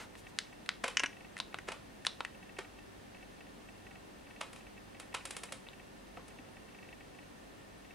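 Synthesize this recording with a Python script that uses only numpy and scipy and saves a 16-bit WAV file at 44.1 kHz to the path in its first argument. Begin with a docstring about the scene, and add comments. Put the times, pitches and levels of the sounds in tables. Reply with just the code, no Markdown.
"""Skin brushes glass and a side button clicks: a phone is picked up, woken and thumbed over a wooden
table, close to a camera's microphone in a small quiet room. Buttons and case snap, rattle and ring,
and the shifting grip creaks in short crunches of tiny slips. The camera's lens motor ticks faintly;
behind it lie steady room noise, thin whines and the hum of a distant motor."""
import sys
import numpy as np
from scipy import signal
from scipy.fft import rfft, irfft
from scipy.io import wavfile
from scipy.ndimage import uniform_filter1d

SR = 44100
rng = np.random.default_rng(int(sys.argv[2]) if len(sys.argv) > 2 else 0)


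def wav_record(signal):
    """Record a signal, one row per channel, as 16-bit PCM in the file named by sys.argv[1]."""
    frames = np.transpose(np.atleast_2d(signal))
    bounded = np.clip(frames, -1, 1)
    # unit amplitude maps onto the largest positive 16-bit level
    quanta = np.round(bounded * 32767).astype(np.int16)
    wavfile.write(sys.argv[1], SR, quanta)


N = 350154
SIZE = 4096  # samples in one click, creak or bump
AGE = np.arange(SIZE) / SR

# the seven bands that colour a click or creak: centre_hz
COLOUR_HZ = (400, 1050, 1800, 2750, 3900, 6000, 9000)
# side button and case, close to the microphone: start_s, contact, level_db, tilt_db_per_octave
CLICKS = [(0.1536, "tick", -17.5, -4), (0.388, "side button", 3.5, 2.7), (0.661, "tick", -18.5, -0.5),
          (.691, "side button", 7, -2.5), (0.9705, "edge knock", 9.5, 0), (0.9956, "edge knock", 3, 0.5),
          (1.002, "flat knock", -1, -0.5), (1.0353, "flat knock", 5, 1.2),
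          (1.0405, "flat knock", -.5, -4.5), (1.0602, "edge knock", -2.5, -0.5), (1.379, "tick", -18, 2.5),
          (1.388, "tick", -15, 1), (2.061, "tick", -19, 5), (5.6871, "ping", -14, -0.5)]
# home button presses: snap_s, finger_lead_s, held_s, level_db, tilt_db_per_octave
HOME_PRESSES = [(1.4013, .0334, .1426, -2.5, -0.5), (2.0676, .0175, .1388, 3, 1.2)]
# each kind of contact: colour_db per band, then rattle_db and ring_db relative to the snap
CONTACTS = {"side button": ((-35, -12.5, 1.5, -6.5, -1, -11.5, -17), -8.5, -18),
            "edge knock": ((-43, -11.5, -4, 2, -16.5, -3, -22), 2.2, -4),
            "flat knock": ((-10.5, -6, 2.5, 0.5, -16, -19, -15.5), 5.2, 1),
            "tick": ((-19, -7, -1, -0.5, -3, -15, -8), 0, -19), "ping": ((-9, -9, -14, -5, 3, -30, -23),
            -7, -8), "home cap": ((-18, -16, 0.5, -9.5, -19, -21.5, -24), -2.2, -16),
            "home down": ((-15.5, -1, -6.5, -1.5, 7, -10.5, -13.5), -4, -9.5),
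            "home up": ((-8, 3.5, -5.5, -4.5, -8, -27, -25), -3, -21)}
# resonances of the phone's body: pitch_hz, relative_db, t60_s
PHONE_MODES = [(1058, 8.5, 0.038), (1483, 3, 0.033), (1657, 5.5, 0.044), (1867, -1, 0.0072),
               (2130, -2, 0.058), (2390, 0, 0.014), (2850, -16, .035), (2970, -12.5, 0.027),
               (2974, 10.5, 0.031), (3700, 11, 0.014), (4070, 4.5, 0.02), (5730, 3, 0.026), (6140, 10, .02),
               (6770, 12, .013)]
# creaks of the shifting grip: release_s, grip, level_db, tilt_db_per_octave, build_up_s
CREAKS = [(.841, "groan", 9, 0, 0.0028), (.881, "crunch", 1, 1, 0.0027), (1.687, "groan", 2, 0, 0.017),
          (1.7198, "crunch", -3, -0.5, 0.0017), (2.5883, "groan", 0, 0.5, 0.0028),
          (4.4121, "crunch", 1.6, -0.5, 0.0039), (4.532, "crackle", -16, -1.1, .0029),
          (4.562, "crunch", -15, 0.5, 0.0034), (4.9996, "crackle", -11, -.3, .0024),
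          (5.147, "crunch", 4, 0.2, .0057), (5.254, "crackle", -6.5, 0.9, .0014),
          (5.308, "crackle", -7, 0.5, 0.0011), (5.367, "crackle", -7, 0.7, 0.0016),
          (5.436, "crackle", -7, -0.1, .0019), (5.523, "crackle", -5.5, -.2, 0.002),
          (6.1731, "crunch", -12.5, -7, .0022), (6.282, "crackle", -21.5, 0.5, 0.0028)]
# each way the grip lets go: colour_db per band
GRIP_COLOURS = {"groan": (-3.5, -4.5, -3.5, -7.5, -16, -18, -22),
                "crunch": (-11.5, -1, -7.5, -3.5, -12, -16, -16.5),
                "crackle": (-4.5, -3.5, -2.5, -3.5, -7, -10, -6)}
# resonances that every creak passes through: centre_hz, width_hz, gain_db
CREAK_PEAKS = [(533, 43, 2.5), (1080, 120, -15), (1306, 39, -3), (2490, 120, -6), (3900, 66, -6),
               (4540, 57, -19), (7700, 330, -5.5), (9830, 330, -9)]
# skin sliding on the phone: middle_s, length_s, level_db, brightness_hz
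BRUSHES = [(.005, 0.087, -49.5, 2100), (.01, 0.083, -56, 7150), (.19, 0.041, -60, 8500),
           (.29, .04, -66, 8500), (4.59, 0.07, -68, 8000)]
# soft bumps of the palm: start_s, level_db, pitch_hz, t60_s
BUMPS = [(.839, -33, 550, 0.047), (1.037, -33, 264, 0.047), (1.686, -36.5, 380, 0.037),
         (2.587, -31, 388, 0.049), (6.395, -41, 250, 0.054)]
# faint lens ticks, single, in loose pairs or in quick runs: start_s, tick_count, spacing_s
LENS_TICKS = [(.27, 2, .26), (1.13, 4, .04), (1.53, 1, 0), (2.43, 2, 0.066), (2.57, 2, .08), (2.79, 1, 0),
              (3.15, 2, .08), (3.41, 2, .28), (3.87, 3, 0.044), (4.31, 2, 0.055), (4.67, 2, 0.11),
              (4.95, 1, 0), (5.13, 2, .08), (5.35, 2, .14), (5.67, 3, 0.065), (6.39, 2, .18),
              (6.75, 3, .04), (6.89, 2, .04), (7.01, 2, .18), (7.91, 1, 0)]
# resonances of the lens barrel: pitch_hz, relative_db, t60_s
LENS_MODES = [(770, 0.5, 0.035), (1913, 5.5, 0.028), (2266, 5, 0.027), (2586, 13, 0.015), (2840, -32, .008)]
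# the small room's reverberation by band: low_hz, high_hz, t60_s, level_db
ROOM_BANDS = [(150, 650, 0.22, -8.5), (706, 2570, 0.26, -9), (2800, 5500, 0.27, -8),
              (5970, 11000, 0.34, -11.5)]
# room noise common to left and right: frequency_hz, relative_db
AIR_MID = [(15, -37), (25, -8), (43, -5), (97, -6.5), (161, -5.5), (200, -2), (463, -9.5), (754, -10.5),
           (1370, -17), (1790, -16), (2000, -17), (3250, -20), (6920, -29), (9320, -30), (16000, -40)]
# room noise that differs between left and right: frequency_hz, relative_db
AIR_SIDE = [(15, -47), (25, -10), (130, -8.5), (200, -3), (373, -1.5), (405, -3.5), (489, -4), (714, -6),
            (818, -9), (1790, -13.5), (2350, -18.5), (9840, -30.5), (16000, -36.5)]
# hum of the distant motor: multiple of the turning rate, rms_db
MOTOR_ORDERS = [(1, -72.5), (2, -74.5), (3, -77.5), (4, -72.5), (5, -74.5), (6, -70.5), (8, -75),
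                (9, -77.5), (10, -80.5), (11, -74.5)]
# narrow drones and whines in the background: centre_hz, width_hz, rms_db
WHINES = [(50.8, 2.9, -76), (98.5, 3.3, -73), (740, 50, -78), (1801, 48, -73.5), (2700, 180, -76),
          (6180, 70, -84), (7760, 50, -86), (9140, 40, -84.5), (9480, 80, -86), (9680, 140, -85.5)]


def clicks(rattle_t60=0.021, table_s=0.00158, table_db=-13):
    """Close up: a sharp snap, its bounce off the table, then loose parts rattle and the body rings."""
    out = np.zeros(N)
    snap = signal.unit_impulse(SIZE) + undb(table_db) * signal.unit_impulse(SIZE, int(table_s * SR))
    for s, contact, db, tilt_db in CLICKS + home_button():
        colour_db, rattle_db, ring_db = CONTACTS[contact]
        rattle = unit(rng.standard_normal(SIZE) * fade(rattle_t60) * (1 - fade(0.0035)))
        body = ring(PHONE_MODES, detune=0.0027)
        blow = unit(snap + undb(rattle_db) * rattle + undb(ring_db) * body)
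        add(out, s, undb(db) * tint(blow, tilted(colour_db, tilt_db)))
    return out


def home_button(landing_db=-2, return_share=0.4, seat_s=.0433):
    """Four clicks a press: the finger sets their brightness going down, the spring coming up."""
    events = []
    for s, lead_s, held_s, db, tilt_db in HOME_PRESSES:
        events += [(s - lead_s, "home cap", db + landing_db, tilt_db),  # the cap meets its dome
                   (s, "home down", db, tilt_db),  # the dome snaps down
                   (s + held_s, "home up", return_share * db, 0),  # it springs back
                   (s + held_s + seat_s, "home cap", db, 0)]  # the cap drops into its seat
    return events


def creaks(lead_db=-7, lead_t60=0.047, slip_t60=0.032, snap_db=-10, grain=0.49, apart_db=-14):
    """Tiny slips build up for a moment, the grip lets go, and a crunch of slips dies away."""
    out = np.zeros((2, N))
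    bins = np.fft.rfftfreq(SIZE, 1 / SR)
    body = 1 + sum(undb(db) / (1 + 2j * (bins - hz) / width) for hz, width, db in CREAK_PEAKS)
    release_s = .015  # time into the burst at which the grip lets go
    since = AGE - release_s
    release = signal.unit_impulse(SIZE, int(release_s * SR))
    for s, grip, db, tilt_db, lead_s in CREAKS:
        build = undb(lead_db) * fade(lead_t60, np.abs(since)) * (since > -lead_s)
        swell = np.where(since < 0, build, fade(slip_t60, np.abs(since)))
        noise, roughness, scatter = rng.standard_normal((3, SIZE))
        grains = unit(noise * np.exp(grain * roughness) * swell)
        slips = even(grains + undb(snap_db) * release)
        # the hand scatters a part of it differently to each side
        slips = slips + opposed(undb(apart_db) * unit(scatter * swell))
        resonant = irfft(rfft(slips) * body)
        colour_db = tilted(GRIP_COLOURS[grip], tilt_db)
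        crunch = tint(resonant, colour_db, bass_db=-18, edge_db=-1, top_db=-16.5)
        add(out, s - release_s, undb(db) * pan(-0.1) * crunch)
    return out


def hand():
    """Skin hisses as it slides; the palm bumps the phone dully."""
    out, t = np.zeros(N), np.arange(N) / SR
    for s, length, db, hz in BRUSHES:
        hiss = band(rng.standard_normal(N), hz / 3.5, hz * 1.16)
        out += level(hiss, db) * np.exp(-(2 * (t - s) / length) ** 2)
    for s, db, hz, t60 in BUMPS:
        envelope = (1 - fade(0.011)) * fade(t60)
        add(out, s, undb(db) * envelope * np.sin(2 * np.pi * hz * AGE))
    return out


def lens(step_hz=380, early_s=.0026, tick_db=-29, stray_db=-35, stray_spread_db=6, stray_chance=.09):
    """At the camera, three motor steps a tick ring the lens barrel; softer ticks come by chance."""
    out = np.zeros(N)
    slots_s = np.arange(.01, N / SR - .02, .02)
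    draws, sizes = rng.random((2, len(slots_s)))
    strays = [(s, stray_db + stray_spread_db * (size - .5))
              for s, draw, size in zip(slots_s, draws, sizes) if draw < stray_chance]
    ticks = [(s + k * spacing, tick_db) for s, count, spacing in LENS_TICKS for k in range(count)]
    for s, db in ticks + strays:
        barrel = ring(LENS_MODES, detune=0.016)
        for k, step_db in enumerate((-3, -4, -10)):
            add(out, s - early_s + k / step_hz, undb(db + step_db) * barrel)
    return out


def room(x, wet_db, wall_s=0.014, wall_db=-22, apart=0.38):
    """One near wall answers within a short diffuse tail that is partly alike on both sides."""
    age = np.arange(SR // 2) / SR
    tail = np.zeros((2, len(age)))
    for low_hz, high_hz, t60, db in ROOM_BANDS:
        common, left, right = rng.standard_normal((3, len(age)))
        decay = unit(fade(t60, age) * (1 - fade(0.03, age)))
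        noise = (common + apart * np.array([left, right])) / np.hypot(1, apart)
        tail += undb(db) * band(noise * decay, low_hz, high_hz)
    tail[:, int(wall_s * SR)] += undb(wall_db)
    return undb(wet_db) * signal.fftconvolve(np.atleast_2d(x), tail, axes=1)[:, :N]


def room_tone(mid_db=-57, side_db=-56.5):
    """Steady room noise and microphone hiss, wide in stereo, with narrow drones and whines centred."""
    mid = shaped_noise(gains(AIR_MID, N))
    side = shaped_noise(gains(AIR_SIDE, N))
    bins = np.fft.rfftfreq(N, 1 / SR)
    whines = np.zeros(N)
    for hz, width, db in WHINES:
        peak = 1 / (1 + (2 * (bins - hz) / width) ** 2)
        whines += level(shaped_noise(peak), db)
    return level(mid, mid_db) + opposed(level(side, side_db)) + whines


def motor_hum(turn_hz=49):
    """Far off, a motor hums at multiples of its turning rate."""
    turns = turn_hz * np.arange(N) / SR
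    return sum(level(np.sin(2 * np.pi * (k * turns + rng.random())), db) for k, db in MOTOR_ORDERS)


def ring(modes, detune):
    """Damped modes struck together, each a little off pitch at every strike."""
    out = np.zeros(SIZE)
    for hz, db, t60 in modes:
        pitch_hz = hz * (1 + detune * rng.standard_normal())
        out += undb(db) * fade(t60) * np.sin(2 * np.pi * pitch_hz * AGE)
    return unit(out)


def tint(x, colour_db, bass_db=-12, edge_db=-3, top_db=-24):
    """Give a contact its colour with a causal filter, so that the attack stays sharp."""
    last_db = colour_db[-1]
    treble = [(10300, last_db + edge_db), (12000, last_db + top_db), (16000, last_db + top_db - 19)]
    points = [(120, colour_db[0] + bass_db), *zip(COLOUR_HZ, colour_db), *treble]
    cepstrum = irfft(np.log(gains(points, SIZE)))
    cepstrum[1:SIZE // 2] *= 2  # fold onto positive time for minimum phase
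    cepstrum[SIZE // 2 + 1:] = 0
    return irfft(rfft(x) * np.exp(rfft(cepstrum)))


def tilted(colour_db, tilt_db, pivot_hz=2000):
    """Brighten or dull a click or creak by tilt_db per octave."""
    return np.array(colour_db) + tilt_db * np.log2(np.array(COLOUR_HZ) / pivot_hz)


def even(x, width_bins=45):
    """Flatten the broad spectral humps of a burst and keep its fine grain."""
    spectrum = rfft(x)
    humps = np.sqrt(uniform_filter1d(np.abs(spectrum) ** 2, width_bins))
    return unit(irfft(spectrum / humps))


def shaped_noise(bin_gains):
    """Steady noise with the given spectrum."""
    return irfft(rfft(rng.standard_normal(N)) * bin_gains, N)


def gains(points, size):
    """Gain of each frequency bin from (frequency_hz, level_db) points."""
    hz, db = np.transpose(points)
    bins = np.fft.rfftfreq(size, 1 / SR)
    return undb(np.interp(np.log(bins + 1), np.log(hz), db))


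def band(x, low_hz, high_hz):
    """Band-pass filter."""
    return signal.sosfilt(signal.butter(2, [low_hz, high_hz], "band", fs=SR, output="sos"), x)


def fade(t60, age=AGE):
    """Exponential decay, 60 dB down after t60."""
    return np.exp(-np.log(1000) * age / t60)


def undb(db):
    """Decibels to gain."""
    return 10 ** (np.asarray(db) / 20)


def unit(x):
    """Scale to an energy of one."""
    return x / np.sqrt(np.sum(x ** 2))


def level(x, db):
    """Scale to an rms level."""
    return x * undb(db) / np.sqrt(np.mean(x ** 2))


def opposed(x):
    """Plus on the left, minus on the right."""
    return x * np.array([[1], [-1]])


def pan(db):
    """Stereo gains with the left db above the right."""
    return undb(opposed(db / 2))


def add(track, s, sound):
    """Mix a short sound into a track from time s."""
    i = max(int(round(s * SR)), 0)
    track[..., i:i + SIZE] += sound[..., :N - i]


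def scene():
    """The clicks face the microphone; the creaks, under the hand, send other slips out into the room."""
    snaps = clicks()
    near = snaps * pan(1.0) + creaks() + hand() + lens()
    click_reverb = room(snaps, wet_db=-4.5)
    creak_reverb = room(creaks(), wet_db=2.5, wall_s=0.02, wall_db=-18.5, apart=0.22)
    return near + click_reverb + creak_reverb + room_tone() + motor_hum()


def record(dry, top_hz=15800):
    """The recorder cuts the top treble steeply."""
    return signal.sosfilt(signal.ellip(10, .2, 70, top_hz, fs=SR, output="sos"), dry)


dry = scene()
out = record(dry)
wav_record(out)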